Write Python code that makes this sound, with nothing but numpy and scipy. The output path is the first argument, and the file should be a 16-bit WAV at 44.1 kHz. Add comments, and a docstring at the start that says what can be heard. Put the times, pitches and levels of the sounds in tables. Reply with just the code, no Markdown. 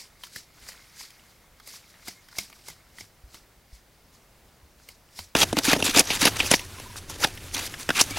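"""Twigs snap and dry leaves rustle underfoot as green bamboo poles are trimmed far off in a forest.
Then the work is heard from close by: strokes rasp along a pole, blows chop into it.
Snaps and blows are noise bursts through resonances of wood, skin, steel and hollow pole; rasps and
rustles are patchy noise with small damped grains. One microphone feeds two slightly hissing
channels, and the hardest blows clip."""
import sys
import numpy as np
from scipy import signal
from scipy.fft import rfft, irfft, next_fast_len
from scipy.io import wavfile
from scipy.ndimage import uniform_filter1d, map_coordinates

SR = 44100
rng = np.random.default_rng(int(sys.argv[2]) if len(sys.argv) > 2 else 0)


def store_pcm(level_fs):
    """Save levels as 16-bit WAV."""
    pcm = np.round(np.clip(level_fs, -1, 1) * 32767).astype(np.int16)
    wavfile.write(sys.argv[1], SR, np.atleast_2d(pcm).T)


N = 360738
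T = np.arange(N) / SR
NEAR_S = 5.35  # the listener moves close to the work

# Resonances of the hollow pole wall: (centre [Hz], width [Hz], level [dB])
POLE = [(174, 125, -4.5), (285, 67, 2.5), (514, 290, -1.5), (708, 106, 2), (920, 180, -3)]
# Resonances of the hard outer skin: (centre [Hz], width [Hz], level [dB])
SKIN = [(1120, 530, -6.5), (1850, 530, -5.5), (2590, 530, -1), (3680, 650, -3), (4930, 560, -5)]
# Resonances of the steel blade: (centre [Hz], width [Hz], level [dB])
EDGE = [(5790, 1420, -6.5), (10070, 1600, -7.5), (11000, 2100, -9.5)]


def strokes():
    """Frictional excitation: one rubbing contact drives skin, steel and hollow; fibres tear in grains."""
    # Blade and hands rubbing the pole: (full contact from [s], length [s], level at the end [dB],
    # growth along the stroke [dB], hollow relative to rasp [dB])
    stroke_rows = [(5.365, 0.07, -19, 6.5, -6), (5.588, 0.0073, -30, -8, -3.5),
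                   (5.647, 0.092, -17.5, 9.5, -12.5), (5.753, 0.014, -38, -3, 5),
                   (5.8, 0.005, -33.5, 4, 4.5), (5.853, 0.061, -30, -6.5, -14), (5.95, 0.058, -18, 2.5, -5),
                   (6.076, 0.013, -41.5, -7, -15), (6.104, 0.068, -30.5, -3, -11.5),
                   (6.217, 0.066, -19.5, 3, -8.5), (6.364, 0.0062, -32.5, 1, -11),
                   (6.396, 0.15, -41, -11, -7), (6.51, 0.033, -13, 20, -12.5), (6.969, 0.02, -44, -3, -9),
                   (7.101, 0.065, -48.5, -4, -0.5), (7.201, 0.088, -54.5, -12, 0.5),
                   (7.245, 0.004, -18, -0.5, -10.5), (7.548, .13, -40.5, -10.5, -9),
                   (7.795, 0.039, -44, 5, -24), (7.952, 0.065, -16.5, 14.5, -16.5),
                   (8.105, 0.049, -47, -6, -11), (8.165, 0.031, -31, 2, -30)]
    # after lift-off both sound on faintly; the hollow drops less from its own stroke level
    shiver_db, hum_db = -22, -17
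    steel_db = -9  # blade hiss beside a rasp at full scale
    brighter_when_light = 0.23  # light strokes hiss: dB of hiss gained on the rasp per dB under full scale

    rasp, hollow = np.zeros(N), np.zeros(N)
    for start, length, db, growth_db, hollow_db in stroke_rows:
        contact, trail = stroke(start, length, db, growth_db)
        rasp += contact + amp(shiver_db) * trail
        hollow += amp(hollow_db) * (contact + amp(hum_db) * trail)
    rasp, hollow = rasp * (T >= NEAR_S), hollow * (T >= NEAR_S)

    chatter = amp(2.5 * wobble(250))
    rub = unit(patchy(2) * chatter)
    fibres = grains(2890, count=9000, spread=0.44, cycles=7.2, size_db=5.5)
    skin = unit(0.74 * fibres + unit(ringing(rub, SKIN)))

    flickering_rub = rub * amp(3.0 * wobble(60))
    steel = unit(ringing(ringing(flickering_rub, EDGE), [(7960, 13000, 0)]))
    steel_level = amp(steel_db) * rasp ** (1 - brighter_when_light)

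    body = unit(ringing(ringing(hollow * rub, POLE), [(370, 710, 0)]))
    body *= np.sqrt(np.mean(hollow ** 2))
    return rasp * skin + steel_level * steel + body


def stroke(start, length, db, growth_db):
    """Contact envelope: exponential build-up, even drift in dB, lift-off, then a decaying free vibration."""
    bite_db_per_s, lift_db_per_s, shiver_db_per_s = 925, 2500, 165
    after = T - start - length
    held = db + growth_db * np.clip(after / length, -1, 0)
    building = bite_db_per_s * np.maximum(start - T, 0)
    lifting = lift_db_per_s * np.maximum(after, 0)
    trail = (after > 0) * amp(db - shiver_db_per_s * np.maximum(after, 0))
    return amp(held - building - lifting), trail


def blows():
    """Impact excitation: a sharp crack rings skin and steel, a slower blunt push rings the hollow."""
    # Near blows: (time [s], peak of the crack [dB], knock relative to the crack [dB],
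    # weight of the steel resonances [dB], strongest tone [Hz])
    blow_rows = [(5.352, -5, -3.5, -24, 1190), (5.417, -4, -20, -11, 3300), (5.431, -10.5, -5.5, -9, 2920),
                 (5.528, -16, 3, 2, 490), (5.569, -8.5, -6, -14, 2190), (5.731, -9.5, 1, 17, 2900),
                 (5.763, -18, 2.5, 2, 780), (5.825, -9, -6, 5, 2730), (5.994, 1.5, -20.5, 20, 4770),
                 (6.104, -13, -6.5, -12, 2670), (6.254, 0.5, -11.5, 7, 3940), (6.402, -6.5, -17, -18, 2520),
                 (6.514, 0, -10, 8.5, 460), (6.538, -7, -5, -5, 2350), (6.594, -23, -14, 6, 2280),
                 (6.799, -26, -8, 11, 1850), (7.098, -23.5, -13, 12.5, 940), (7.246, -10, -8, 1.5, 790),
                 (7.375, -26, -35, 4, 2030), (7.74, -22.5, -36, -14, 1670), (7.891, -7.5, -7, -31, 1650),
                 (7.904, -7.5, -10.5, -18, 1600), (8.012, 1, -17.5, -1.5, 5940)]
    # Soft bumps that sound the hollow: (time [s], peak level [dB])
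    bump_rows = [(5.536, -23), (5.574, -18), (5.678, -14), (5.77, -27), (5.843, -27.5), (5.885, -22.5),
                 (5.964, -15.5), (6.222, -18), (7.553, -37), (8.105, -29)]

    out, t = np.zeros(N + SR), np.arange(4096) / SR
    knock = ringing(blunt_push(t, 0.0003), POLE)
    knock /= abs(knock).max()
    for s, db, knock_db, steel_db, hz in blow_rows:
        steel = [(c, w, g + steel_db) for c, w, g in EDGE]
        skin = crack(SKIN + steel, hz, t60=0.027, rise_s=0.0003, tick_db=14, tone_db=9)
        out[round(s * SR):][:len(t)] += amp(db) * (skin + amp(knock_db) * knock)

    # a soft, longer contact leaves mostly the main note of the hollow
    bump = ringing(ringing(blunt_push(t, 0.0014), POLE), POLE[1:2])
    bump /= abs(bump).max()
    for s, db in bump_rows:
        out[round(s * SR):][:len(t)] += amp(db) * bump
    return out[:N]


def blunt_push(t, peak_s):
    """Contact force pulse: a longer push, greatest at peak_s, carries less treble."""
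    return t * t * np.exp(-2 * t / peak_s)


def far_work():
    """Impulsive snaps with diffuse scattering from the trunks, over leaf noise from many small contacts."""
    # Snaps and chops: (time [s], peak level [dB], strongest tone [Hz], weight of the low modes [dB])
    snap_rows = [(0.2353, -25.5, 3550, -10), (0.267, -38, 1290, -12), (.36, -21.5, 1720, -3),
                 (.687, -28, 1860, -3), (1.104, -40, 2130, -12), (1.599, -36, 1400, -12),
                 (1.674, -31, 2100, -7), (2.081, -23, 683, 6.5), (2.285, -41, 1600, -12),
                 (2.313, -45, 1700, -12), (2.327, -37, 1320, -12), (2.384, -13.5, 2380, 4),
                 (2.499, -39, 2460, 6), (2.527, -37, 2250, -14), (2.683, -25, 2020, 1), (2.7, -34, 2070, 1),
                 (2.984, -30.5, 2000, -2.5), (3.007, -28, 4600, 1), (3.343, -33.5, 4400, -0.5),
                 (4.887, -30.5, 4760, -4.5), (5.189, -22, 4700, -4)]
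    # Resonances of the wood: (centre [Hz], width [Hz], level [dB])
    twig = [(278, 960, 0), (810, 1560, 5), (1360, 850, 0.5), (2140, 130, 3), (3130, 170, -0.5),
            (5100, 1500, -2.5), (12000, 9300, -9)]
    snaps = np.zeros(N)
    for s, db, hz, low_db in snap_rows:
        wood = [(c, w, g + low_db * (c < 1000)) for c, w, g in twig]
        sound = crack(wood, hz, t60=0.024, rise_s=0.00081, tick_db=-7, tone_db=7.0)
        snaps[round(s * SR):][:4096] += amp(db) * sound

    t = np.arange(SR // 3) / SR
    scatter = amp(-60 * t / 0.079) * rng.standard_normal(len(t))
    haze = signal.fftconvolve(snaps, scatter / np.linalg.norm(scatter))[:N]
    litter, swish = leaves()
    return snaps + amp(-11.5) * haze + litter + swish


def leaves():
    """Granular friction: patchy noise and tiny damped grains, as a steady stir and as separate swells."""
    # Level of the steady stir: (time [s], level [dB])
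    litter_levels = [(0, -63), (.5, -64), (.6, -55), (1.3, -58.5), (1.5, -65.5), (1.9, -59.5), (2.6, -60.5),
                     (3.1, -67), (5.35, -67)]
    # Leaves kicked or brushed: (loudest moment [s], level [dB])
    swell_rows = [(0.005, -43), (0.247, -48), (0.369, -41.5), (.62, -62), (0.689, -42), (1.002, -42),
                  (1.05, -52), (1.691, -43.5), (1.759, -46.5), (1.9, -56.5), (2.083, -40.5), (2.398, -36.5),
                  (2.56, -56), (2.688, -43.5), (3.002, -45), (3.351, -49), (3.75, -54.5), (4.15, -58),
                  (4.82, -61), (4.901, -52.5), (5.194, -40)]
    # Spectrum of the stirred litter: (frequency [Hz], density [dB per Hz])
    litter_spectrum = [(590, -37), (1000, -11), (1630, -9), (2150, -4), (2680, -13.5), (4730, -6),
                       (7880, -13.5), (14800, -16), (16000, -28)]
    # Spectrum of brushed leaves: (frequency [Hz], density [dB per Hz])
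    swish_spectrum = [(350, -9), (600, -16), (894, -15.5), (1260, -16), (2180, -2.5), (2830, -7.5),
                      (4840, 2), (12300, -9.5), (16000, -17)]
    # Thin whistle that comes and goes in the stir: (centre [Hz], width [Hz], level [dB])
    whistle_mode = [(2135, 88, 0)]
    swell_db_per_s, settle_db_per_s = 317, 243

    swell = np.zeros(N)
    for s, db in swell_rows:
        fall_db = np.where(T < s, swell_db_per_s * (s - T), settle_db_per_s * (T - s))
        swell += amp(db - fall_db)

    crumbs = grains(2400, count=3000, spread=0.48, cycles=2.6, size_db=5.5)
    flicker = amp(3.5 * wobble(20))
    tone = ringing(ringing(rng.standard_normal(N), whistle_mode), whistle_mode)
    whistle = amp(-12.5) * unit(flicker * tone)
    stir = unit(coloured(patchy(2.1), litter_spectrum) + 0.51 * crumbs + whistle)
    litter = amp(played(litter_levels)[0]) * stir

    brushed = unit(coloured(patchy(1.5), swish_spectrum) + .15 * crumbs)
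    return litter, swell * amp(1.5 * wobble(90)) * brushed


def footfalls():
    """Damped oscillation: soft ground gives a low, quickly decaying thump."""
    # Soft footfalls: (time [s], level before rise and decay [dB], pitch [Hz])
    thuds = [(0.619, -50, 51.1), (2.1, -54, 189), (2.398, -45, 200), (2.698, -49.5, 157),
             (3.017, -46, 99.6), (3.238, -37.5, 55), (3.728, -37, 51), (4.63, -44, 72), (5.196, -39.5, 84)]
    out, t = np.zeros(N), np.arange(SR // 4) / SR
    rise = 1 - np.exp(-t / 0.0013)
    for s, db, hz in thuds:
        out[round(s * SR):][:len(t)] += amp(db - 60 * t / 0.17) * rise * np.sin(2 * np.pi * hz * t)
    return out


def pips():
    """Tone bursts: short sines under a smooth bell, perhaps a distant bird."""
    # Faint soft pips: (time [s], peak level [dB], pitch [Hz])
    pip_rows = [(6.605, -43, 994), (6.625, -52, 996), (6.775, -42.5, 1050), (6.852, -43, 990),
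                (6.8925, -44, 980), (6.922, -50, 960), (6.9451, -52, 940), (8.107, -34, 2270),
                (8.128, -39, 2290), (8.143, -39, 2330)]
    out, t = np.zeros(N), np.arange(round(0.027 * SR)) / SR
    for s, db, hz in pip_rows:
        out[round(s * SR):][:len(t)] += amp(db) * np.hanning(len(t)) * np.sin(2 * np.pi * hz * t)
    return out


def forest():
    """Broadband ambience: still air throughout; close by, crackling brush and ground-borne pole rumble."""
    # Levels close by: (time [s], brush [dB], rumble [dB])
    nearby = [(5.35, -41.5, -41.5), (5.8, -50, -43.5), (6.05, -41.5, -46), (6.47, -39, -39),
              (6.58, -48.5, -45), (6.8, -43, -47), (7.05, -49, -43.5), (7.45, -45, -43.5), (7.8, -41, -53),
              (8.18, -41, -40.5)]
    # Spectrum of the still forest: (frequency [Hz], density [dB per Hz])
    air_spectrum = [(15, -15), (40, -2), (76, -6), (127, -8), (293, -15), (641, -16), (800, -17),
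                    (1290, -21), (5850, -30.5), (16000, -32)]
    # Spectrum of the brush: (frequency [Hz], density [dB per Hz])
    brush_spectrum = [(88, 2), (150, 3), (354, -2.5), (662, -7.5), (1690, -5), (5360, -9), (11300, -13),
                      (16000, -22)]
    # Spectrum of the rumble: (frequency [Hz], density [dB per Hz])
    rumble_spectrum = [(12, -45), (20, 2.5), (59, -7), (92, 4.5), (107, 3), (145, -19), (300, -19),
                       (390, -10), (660, -120)]

    brush_db, rumble_db = played(nearby)
    air = amp(-59.5 + 0.93 * wobble(4.06)) * coloured(rng.standard_normal(N), air_spectrum)
    twigs = grains(5200, count=2500, spread=0.99, cycles=1.4, size_db=9.0)
    crackle = unit(coloured(patchy(1.5), brush_spectrum) + .35 * twigs)
    brush = amp(brush_db + 1.5 * wobble(30)) * crackle
    rumble = amp(rumble_db + 2 * wobble(12)) * coloured(rng.standard_normal(N), rumble_spectrum)
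    return air + brush + rumble


def crack(modes, hz, t60, rise_s, tick_db, tone_db):
    """Modal response: a sharp tick and a dying crackle excite a body, one mode most; peak 1."""
    t = np.arange(4096) / SR
    burst = amp(-60 * t / t60) * (1 - np.exp(-t / rise_s)) * rng.standard_normal(len(t))
    burst[0] -= amp(tick_db)
    varied = [(c, w, g + rng.normal(0, 3)) for c, w, g in modes]  # each crack differs in timbre
    sound = ringing(burst, varied) + ringing(burst, [(hz, 0.17 * hz, tone_db)])
    return sound / abs(sound).max()


def grains(centre_hz, count, spread, cycles, size_db):
    """Granular emission: damped tones at random moments, log-normal in pitch and size; rms 1."""
    chance, t = rng.standard_normal((count, 2)), np.arange(128) / SR
    at = rng.integers(0, N, count)
    hz = np.clip(centre_hz * np.exp(spread * chance[:, :1]), 300, 15000)
    sizes = amp(size_db * chance[:, 1:])
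    tones = sizes * np.exp(-t * hz / cycles) * np.sin(2 * np.pi * hz * t)
    places = at[:, None] + np.arange(len(t))
    return unit(np.bincount(places.ravel(), tones.ravel(), minlength=N)[:N])


def patchy(depth_db):
    """Non-stationary noise: its colour drifts in random patches of time and frequency; rms 1."""
    z = signal.stft(rng.standard_normal(N), nperseg=256)[2]
    field = uniform_filter1d(rng.standard_normal(z.shape), size=5, axis=0)
    field = uniform_filter1d(field, size=8, axis=1)
    return unit(signal.istft(z * amp(depth_db * unit(field)), nperseg=256)[1][:N])


def ringing(x, modes):
    """Modal superposition: x through band-pass resonances of alternating sign."""
    def response(f):
        total = 0
        for k, (c, w, db) in enumerate(modes):
            total = total + (-1) ** k * amp(db) * 1j * f * w / (c * c - f * f + 1j * f * w)
        return total
    return filtered(x, response)


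def coloured(x, spectrum):
    """Spectral shaping: x follows (Hz, dB) points joined on a log-frequency axis; rms 1."""
    f, db = np.transpose(spectrum)
    return unit(filtered(x, lambda hz: amp(np.interp(np.log(hz + 1), np.log(f), db))))


def filtered(x, response):
    """Linear filtering: the spectrum of x times a complex response of frequency."""
    m = next_fast_len(x.shape[-1] + 8192)  # padding keeps tails from wrapping round
    return irfft(rfft(x, m) * response(np.fft.rfftfreq(m, 1 / SR)), m)[..., :x.shape[-1]]


def played(rows):
    """Level automation: one dB value per sample for each column, silence outside the table."""
    s, *cols = np.transpose(rows)
    return [np.interp(T, s, c, left=-150, right=-150) for c in cols]


def wobble(rate):
    """Slow random modulation: a smooth curve through rate random knots a second."""
    return map_coordinates(rng.standard_normal(int(N * rate / SR) + 4), [T * rate])


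def amp(db):
    """Decibel law: the amplitude gain of a level in dB."""
    return 10 ** (np.asarray(db) / 20)


def unit(x):
    """Power normalisation: x at rms 1."""
    return x / np.sqrt(np.mean(x ** 2) + 1e-20)


def scene():
    """Superposition: the pressures of all sources add at one microphone, the same in both channels."""
    far = (far_work() + footfalls()) * (T < NEAR_S)
    return np.tile(far + strokes() + blows() + pips() + forest(), (2, 1))


def record(dry):
    """Saturation and noise: peaks clip, each channel adds its own hiss, the band ends steeply."""
    # Spectrum of the amplifier noise: (frequency [Hz], density [dB per Hz])
    hiss_spectrum = [(15, -31), (25, -14), (49, -4), (223, -7), (309, -10), (14400, -20), (16000, -12.5)]
    hiss_db, top_hz = -65, 15900
    clipped = dry / (1 + abs(dry / 1.02) ** 8) ** (1 / 8)
    hiss = np.array([coloured(rng.standard_normal(N), hiss_spectrum) for _ in clipped])
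    return filtered(clipped + amp(hiss_db) * hiss, lambda hz: hz < top_hz)


dry = scene()
out = record(dry)
store_pcm(out)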